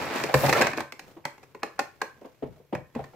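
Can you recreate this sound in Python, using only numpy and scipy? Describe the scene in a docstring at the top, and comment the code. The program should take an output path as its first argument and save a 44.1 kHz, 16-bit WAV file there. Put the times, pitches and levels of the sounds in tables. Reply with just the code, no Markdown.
"""A thin plastic tray is pulled out of a cardboard box, close by in a small room.
Its rim scrapes along the card in many tiny slips, crackles, squeaks once and pops free.
Its walls snap back one at a time, and each crack sets the plastic ringing briefly.
Fingers rustle as the empty box is turned over and set down with a few hollow knocks."""
import sys
import numpy as np
from scipy import signal
from scipy.fft import rfft, irfft, next_fast_len
from scipy.io import wavfile
from scipy.ndimage import map_coordinates

SR = 44100
rng = np.random.default_rng(int(sys.argv[2]) if len(sys.argv) > 2 else 0)


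def int16_out(signal):
    """Quantize to a 16-bit WAV file."""
    q = np.round(np.clip(np.atleast_2d(signal).T, -1, 1) * 32767)
    wavfile.write(sys.argv[1], SR, q.astype(np.int16))


N = 138915

# how alike left and right sound, where 1 means the same (frequency [Hz], likeness [0-1])
STEREO_LIKENESS = [(40,0.46),(150,0.64),(500,0.88),(1200,0.39),(2300,0.69),(4000,0.074),(12000,0.066)]
# how much louder the left microphone is than the right (frequency [Hz], level [dB])
MIC_BALANCE = [(60, 0.5), (99, 8.5), (160, 3.5), (270, 1.0), (450, 2), (740, 0), (1220, 0), (2010, -1.5),
               (3330, -1.5), (5500, -6), (9080, 1), (15000, 3.5)]
# tone of the still air (frequency [Hz], level [dB])
AIR_TONE = [(8,-40.5),(25,-18),(50,-7),(130,-16),(200,-14.5),(550,-15.5),(1200,-21),(2300,-15.5),(5000,-27.5),(9000,-34),(12500,-21),(15000,-27)]
# the room's echo; a fade time is how long a sound takes to drop 60 dB (frequency [Hz], fade time [s])
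ECHO_FADE = [(100,0.07),(300,0.26),(800,0.27),(1700,0.34),(4500,0.27),(8000,0.29),(14000,0.26)]
# tone of the echo (frequency [Hz], level [dB])
ECHO_TONE = [(100,-7),(400,1),(1700,0.5),(4000,0),(13000,2)]

# fingers shifting on box and tray (time [s], level [dB])
RUSTLE_LEVELS = [(.9,-60),(1.03,-50.5),(1.11,-43),(1.2,-58.5),(1.45,-52),(1.52,-56),(1.75,-53),(2.19,-54.5),(2.26,-48.5),(2.32,-57),(2.5,-56),(2.56,-54),(2.68,-63),(2.92,-58.5),(3.02,-47.5),(3.09,-51.5),(3.15,-46.5)]
# tone of the fingers' rustle (frequency [Hz], level [dB])
RUSTLE_TONE = [(60,-4),(140,1.5),(400,2),(900,-5),(2400,-14),(3200,-16),(7000,-20.5),(10000,-27.5),(15000,-23)]

# knocks of box and tray
# (time [s], thud [dB], hollow middle [dB], tap [dB], note pitch [Hz], note [dB], boom [dB])
KNOCK_EVENTS = [(0.286,-52,-37,-26.5,600,-38,-60.5), (0.3401,-34.5,-20,-30,510,-17,-26.5),
                (0.4332,-37,-25,-18.5,565,-19.5,-21.5), (0.48,-35,-24,-21.5,809,-27,-56),
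                (0.557,-38,-35,-21,590,-24,-34), (0.603,-38.5,-20.5,-20,524,-21.5,-37.5),
                (1.165,-55,-48.5,-47,334,-42.5,-63), (2.214,-71,-42.5,-54,575,-46.5,-76),
                (2.244,-73,-40.5,-43.5,638,-54,-71), (2.256,-78,-46,-55,510,-56,-76),
                (2.4229,-38.5,-27,-40.5,440,-35,-38), (2.459,-44.5,-43,-55.5,250,-46,-47.5),
                (2.568,-74,-62.5,-68,624,-55.5,-75), (2.597,-58,-50,-63.5,487,-59,-70),
                (2.725,-37,-23.5,-31.5,513,-31.5,-42), (2.744,-36,-38,-42.5,602,-33,-42.5),
                (2.958,-37.5,-31.5,-38,238.6,-28,-40.5), (2.990,-47,-33,-36.5,773,-40,-42),
                (3.133,-61.5,-52,-51,494,-54,-60)]
# tone of knocked card (frequency [Hz], level [dB])
CARD_TONE = [(25,-23.5),(70,-12.5),(140,-7),(230,-1.5),(500,3.5),(850,-6.5),(1250,-18),(2500,-27),(3300,-30.5),(7000,-51.5),(15000,-36)]
# a knock's thud, hollow middle and tap (lowest [Hz], highest [Hz], fade time [s])
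KNOCK_RANGES = [(40,156,0.43),(196,726,0.064),(726,9100,0.14)]

# the freed rim skimming the card (time [s], level [dB])
FIZZ_LEVELS = [(.1,-65),(.18,-53.5),(.33,-65),(.348,-39),(.44,-37),(.52,-48),(.56,-42.5),(.62,-49),(.72,-76),(.8,-110)]
# tone of that fine fizz (frequency [Hz], level [dB])
FIZZ_TONE = [(3000,-43.5),(9000,-17.5),(11000,-1),(13000,-1.5),(15500,-0.5)]
# the tray sliding on card (time [s], scrape [dB], hiss [dB], rumble [dB])
SLIDE_LEVELS = [(0,-26,-41.5,-39.5),(.08,-31,-49,-47),(.17,-24,-39,-51),(.25,-30.5,-46.5,-37),(.335,-34.5,-48,-57),(.35,-29.5,-37.5,-23),(.42,-28.5,-38,-39),(.455,-22.5,-34.5,-24.5),(.515,-30.5,-42,-37.5),(.57,-21,-33,-39.5),(.65,-23.5,-50,-41),(.71,-36,-62.5,-44),(.76,-39.5,-60,-50.5),(.80,-32.5,-46.5,-42),(.86,-57.5,-76,-56),(1.0,-79,-79,-63)]
# tone of the scrape (frequency [Hz], level [dB])
SCRAPE_TONE = [(88,-27.5),(150,-7),(300,-2),(589,-2),(1000,-4),(1430,-7),(2450,-8.5),(3200,-17),(4630,-19.5),(8920,-40.5),(15000,-43)]
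# tone of the hiss above it (frequency [Hz], level [dB])
HISS_TONE = [(2500,-23.5),(4000,-1.5),(7500,-0.5),(9500,-9.5),(12500,-5.5),(15000,-8.5)]
# tone of the shaken box (frequency [Hz], level [dB])
RUMBLE_TONE = [(25,-31),(55,-19),(80,-4.5),(110,-8.5),(139,5),(162,-15.5),(230,-34),(600,-61),(2000,-100)]

# the notes the whole tray rings with (pitch [Hz], level [dB], fade time [s])
TRAY_NOTES = [(256,4.5,0.11),(328,-1,0.23),(406,-3.5,0.12),(509.4,4.5,0.13),(570.5,3.5,0.23),(751,1.5,.16),(830,8.5,.13),(1040,-3,0.42),(1153,-6.5,0.11),(1330,-13.5,0.094),(1683,-6,0.051),(1856,-13,0.067),(2480,-8,.12)]
# pings of the stiff creases (typical pitch [Hz], level [dB])
CREASE_NOTES = [(4280,3),(5250,-2.5),(6480,-13),(7250,-9),(12200,-7),(13250,-8.5)]
# tray walls buckling (time [s], body [dB], crack [dB], treble [dB], fold length [s], bulge pitch [Hz],
# panel pitch [Hz], panel over crack [dB], lingering edge pitch [Hz], edge over crack [dB])
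SNAP_EVENTS = [(0.2369,-27,-31.5,-30,0.0027,364,545,-3,2310,-4),
               (0.3409,-21.5,-19.5,-24.5,0.005,613,1023,-0.5,1712,-6),
               (0.4623,-52,-35,-30,0.0022,300,736,-20,1820,-13),
               (0.492,-22.5,-23.5,-25.5,0.0078,324,833,-2.5,1910,-21),
               (0.5265,-24.5,-19,-24,0.0076,544,2010,-12,1764,-4.5),
               (0.6125,-30.5,-24,-25,0.00095,475,1107,-2,1508,-4),
               (0.6193,-40,-22,-26,0.0023,327,1655,-1,2517,-2),
               (0.668,-46,-23,-30.5,0.0034,325,818,-8,2195,-11),
               (0.7021,-53,-51,-44,.002,299,1190,-10,2400,-9),
               (0.7149,-50,-38,-47,.0033,294,1170,-14,2120,-14),
               (0.7326,-41,-33,-43.5,0.0011,298,997,-8,1720,-5),
               (0.7686,-39,-48,-47,0.0061,300,990,-3,2280,-7),
               (0.7742,-35,-35.5,-39.5,0.0012,478,950,-10,2170,-19),
               (0.782,-32.5,-30.5,-46,0.00071,330,590,-3.5,1740,-20),
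               (0.8044,-34,-31,-38,.0017,319,850,-11,1550,-9.5),
               (0.9221,-45.5,-39,-41,0.0014,320,1030,-17,2240,-20),
               (0.9934,-54,-43.5,-42.5,0.0033,300,840,-2,1660,-8),
               (1.252,-40,-28,-35,0.0016,143,888,-12,1590,-15),
               (1.379,-56.5,-54.5,-60,0.003,292,830,-0.5,2180,-11),
               (1.4296,-56.5,-52.5,-56,0.0097,413,775,-3,2230,-16),
               (1.5473,-43,-46.5,-57.5,0.0044,406,1000,1,2620,-16),
               (1.6315,-30,-27.5,-35.5,0.0014,330,812,-2.5,1678,-4.5),
               (1.7915,-29,-25,-31,0.0049,279,798,2,1390,-6),
               (2.0157,-34.5,-28.5,-35,0.0044,437,1049,-1,1586,-2.5),
               (2.7497,-41,-33.5,-46.5,0.0028,300,858,-23,1816,-17.5),
               (2.9503,-36,-45.5,-52,0.0044,300,1054,1.5,2440,-8),
               (3.04,-46,-46,-55.5,0.0062,420,1017,-5.5,1760,-18)]
# tone of cracking plastic (frequency [Hz], level [dB])
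CRACK_TONE = [(100,-5.5),(280,-0.5),(520,1.5),(1000,2),(1800,1),(2550,-2),(2950,-14),(3400,-15),(7300,-17.5),(9300,-26.5),(12500,-29),(15500,-19)]
# a snap's body, crack and treble (lowest [Hz], highest [Hz], fade time [s])
SNAP_RANGES = [(194,540,0.11),(680,2630,0.03),(2560,13000,0.028)]

RING_S = 0.4  # time allowed for one knock or snap to die away


def amp(db):
    """Turn decibels into a number to multiply by."""
    return 10 ** (np.asarray(db) / 20)


def unit(x):
    """Scale a sound to an average strength (rms) of 1."""
    return x / np.sqrt(np.mean(x ** 2) + 1e-20)


def along(points, hz):
    """Read between a table's (frequency, value) points, on a log scale of frequency."""
    freqs, values = np.transpose(points)
    return np.interp(np.log(hz + 1), np.log(freqs + 1), values)


def curves(rows):
    """Turn each column after the time into one value per sample."""
    times, *columns = np.transpose(rows)
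    return [np.interp(np.arange(N) / SR, times, column) for column in columns]


def wobble(per_s):
    """A smooth curve through per_s random values a second."""
    return map_coordinates(rng.standard_normal(4096), [np.arange(N) * per_s / SR], mode="wrap")


def filtered(x, response):
    """Multiply each frequency in a sound by response(hz)."""
    n = x.shape[-1]
    padded = 2 * next_fast_len(n // 2 + 2048)
    return irfft(rfft(x, padded) * response(np.fft.rfftfreq(padded, 1 / SR)), padded)[..., :n]


def coloured(x, tone):
    """Shape a sound with a tone table, without smearing it earlier in time."""
    def response(hz):
        cepstrum = irfft(np.log(amp(along(tone, hz))))
        half = len(cepstrum) // 2
        cepstrum[1:half] *= 2  # move the filter's early half onto its late half
        cepstrum[half + 1:] = 0
        return np.exp(rfft(cepstrum))
    return filtered(x, response)


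def spread(pair):
    """Blend two unrelated noises into left and right: alike in the bass, apart in the treble."""
    def weights(hz):
        angle = np.arccos(np.clip(along(STEREO_LIKENESS, hz), -1, 1)) / 2
        return np.array([np.cos(angle), np.sin(angle)])
    mid, side = filtered(pair, weights)
    return np.array([mid + side, mid - side])


def noise(tone):
    """Steady stereo noise with the given tone."""
    return unit(coloured(spread(rng.standard_normal((2, N))), tone))


def add(track, start_s, sound):
    """Mix a sound into a track at the given time."""
    part = track[:, int(start_s * SR):][:, :sound.shape[-1]]
    part += sound[..., :part.shape[-1]]


def blow(x):
    """Give a short sound as much energy as 0.01 s at full level."""
    return unit(x) * np.sqrt(0.01 * SR / x.shape[-1])


def burst(tone, ranges, levels_db, attack_s, hold_s):
    """A hit: noise that rises, holds, then fades at its own speed in each frequency range."""
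    t = np.arange(int(0.14 * SR)) / SR
    grit = spread(rng.standard_normal((2, len(t))))
    out = np.zeros((2, int(RING_S * SR)))
    for (low, high, fade_s), db in zip(ranges, levels_db):
        shape = (1 - np.exp(-t / attack_s)) * amp(-60 * np.maximum(t - hold_s, 0) / fade_s)
        band = signal.butter(3, [low, high], "band", fs=SR, output="sos")
        hit = signal.sosfilt(band, coloured(grit * shape, tone))
        add(out, 0, amp(db) * blow(hit))
    return out


def ring(notes, attack_s, scatter_db=0):
    """A struck object: fading (pitch, level, fade time) notes, their levels varied by scatter_db."""
    t = np.arange(int(RING_S * SR)) / SR
    tones = np.zeros(len(t))
    for hz, db, fade_s in notes:
        level = amp(db + scatter_db * rng.normal() - 60 * t / fade_s)
        tones += level * np.sin(2 * np.pi * (hz * t + rng.random()))
    return blow(tones * (1 - np.exp(-t / attack_s)))


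def friction(tone, slips_per_s, size_db, slip_s, smooth):
    """Rubbing: many tiny slips of uneven size on top of a smooth hiss."""
    slipping = rng.random(N) < slips_per_s / SR
    slips = slipping * amp(size_db * np.minimum(rng.exponential(size=N), 3))
    roughness = unit(signal.lfilter([1], [1, -np.exp(-1 / (slip_s * SR))], slips))  # each slip dies away
    rub = rng.standard_normal((2, N)) * (smooth + roughness)
    return unit(coloured(spread(rub), tone))


def still_air():
    """The faint, steady hush of the room."""
    return amp(-71.5) * noise(AIR_TONE)


def room_echo(x, level_db, build_up_s):
    """A small room's echo builds up quickly, then fades at its own speed at each frequency."""
    hz, t, spectrum = signal.stft(spread(rng.standard_normal((2, SR // 2))), SR, nperseg=256)
    fade = amp(-60 * t / along(ECHO_FADE, hz)[:, None])
    tail = signal.istft(spectrum * fade, SR, nperseg=256)[1]
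    age_s = np.arange(tail.shape[1]) / SR
    tail *= 1 - np.exp(-(age_s / build_up_s) ** 2)
    tail = coloured(tail / np.linalg.norm(tail[0]), ECHO_TONE)
    return amp(level_db) * signal.fftconvolve(x, tail, axes=1)[:, :N]


def finger_rustle():
    """Fingers rub faintly on the box and tray."""
    level_db, = curves(RUSTLE_LEVELS)
    return amp(level_db - 8) * friction(RUSTLE_TONE, slips_per_s=220, size_db=2.5, slip_s=0.003, smooth=1)


def box_knocks():
    """Card is bumped or set down: a dull thud, a short hollow note and a boom of the air in the box."""
    boom_hz, boom_fade_s, note_fade_s = 137, 0.27, 0.065
    out = np.zeros((2, N))
    for start_s, thud_db, hollow_db, tap_db, note_hz, note_db, boom_db in KNOCK_EVENTS:
        thud = burst(CARD_TONE, KNOCK_RANGES, (thud_db, hollow_db, tap_db), attack_s=0.0022, hold_s=0.006)
        boom = amp(boom_db) * ring([(boom_hz, 0, boom_fade_s)], attack_s=0.025)
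        note = amp(note_db) * ring([(note_hz, 0, note_fade_s)], attack_s=0.0093)
        add(out, start_s, thud + boom + note)
    return out


def rim_fizz():
    """The thin rim gives a flickering whisper as it skims out of the box."""
    level_db, = curves(FIZZ_LEVELS)
    return amp(level_db + 1.2 * wobble(per_s=70)) * noise(FIZZ_TONE)


def rim_squeak():
    """The rim sticks and slips on the card, giving one short falling squeak."""
    length_s, start_hz, fall_hz_per_s = 0.026, 1378, 1400
    t = np.arange(int(length_s * SR)) / SR
    phase = 2 * np.pi * np.cumsum(start_hz - fall_hz_per_s * t) / SR
    swell = np.sin(np.pi * t / length_s)
    out = np.zeros((2, N))
    add(out, start_s=0.547, sound=amp(-29.5) * unit(np.sin(phase) * swell))
    return out


def tray_slide():
    """The tray's rim scrapes along the card, rings the tray and shakes the box."""
    scrape_db, hiss_db, rumble_db = curves(SLIDE_LEVELS)
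    rub = friction(SCRAPE_TONE, slips_per_s=1500, size_db=2.5, slip_s=0.0015, smooth=1)
    rub *= amp(0.8 * wobble(per_s=70))
    tray = ring(TRAY_NOTES, attack_s=0.001, scatter_db=-4.5)
    ringing = unit(signal.fftconvolve(rub, tray[None], axes=1)[:, :N])
    scrape = amp(scrape_db - 4.5) * (rub + amp(-14) * ringing)
    hiss = amp(hiss_db - 3.5) * friction(HISS_TONE, slips_per_s=450, size_db=4.5, slip_s=0.001, smooth=1.3)
    rumble = amp(rumble_db - 3.5) * noise(RUMBLE_TONE)
    return scrape + hiss + rumble


def crease_pings():
    """The creases ping very briefly; each fold has its own stiffness, which shifts the pitch a little."""
    pitch_shift, fade_s = np.exp(0.019 * rng.normal()), 0.014
    notes = [(hz * pitch_shift, db, fade_s) for hz, db in CREASE_NOTES]
    return np.array([ring(notes, attack_s=0.0005, scatter_db=1) for _ in range(2)])


def tray_snaps():
    """A wall creaks, then bulges and flips with a crack; panel, edge, creases and tray all ring."""
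    panel_fade_s, bulge_fade_s, edge_fade_s = 0.04, 0.07, 0.03
    linger_db, linger_fade_s, creak_lead_s = -24, 0.3, 0.013
    out = np.zeros((2, N))
    for (start_s, body_db, crack_db, treble_db, fold_s,
         bulge_hz, panel_hz, panel_db, edge_hz, edge_db) in SNAP_EVENTS:
        levels_db = (body_db - 2, crack_db, treble_db)
        crack = burst(CRACK_TONE, SNAP_RANGES, levels_db, attack_s=0.00023, hold_s=fold_s)
        panel = amp(crack_db + panel_db) * ring([(panel_hz, 0, panel_fade_s)], attack_s=0.001)
        # the panel's free edge rings sharply, then lingers faintly at a slightly lower pitch
        edge_notes = [(edge_hz * 1.025, 0, edge_fade_s), (edge_hz, linger_db, linger_fade_s)]
        edge = amp(crack_db + edge_db) * ring(edge_notes, attack_s=0.00052, scatter_db=-4)
        bulge = amp(body_db - 3) * ring([(bulge_hz, 0, bulge_fade_s)], attack_s=0.0023)
        tray = amp(crack_db - 9) * ring(TRAY_NOTES, attack_s=0.0013, scatter_db=3.5)
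        pings = amp(treble_db - 8.5) * crease_pings()
        add(out, start_s, crack + panel + edge + bulge + tray + pings)
        creak = burst(CRACK_TONE, SNAP_RANGES, (body_db, crack_db), attack_s=0.004, hold_s=creak_lead_s)
        add(out, start_s - creak_lead_s, amp(-22.5) * creak)
    return out


def scene():
    """Tray and box with the room's echo, over still air."""
    near = tray_snaps() + box_knocks() + tray_slide() + rim_squeak() + rim_fizz() + finger_rustle()
    return near + room_echo(near, level_db=-9.5, build_up_s=0.0063) + still_air()


def record(dry):
    """The left and right microphones each have their own tone, and the highest treble is cut off."""
    def response(hz, top_hz=15600):
        balance = amp(along(MIC_BALANCE, hz) * np.array([[0.5], [-0.5]]))
        return balance / np.sqrt(1 + (hz / top_hz) ** 160)
    return filtered(dry, response)


dry = scene()
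out = record(dry)
int16_out(out)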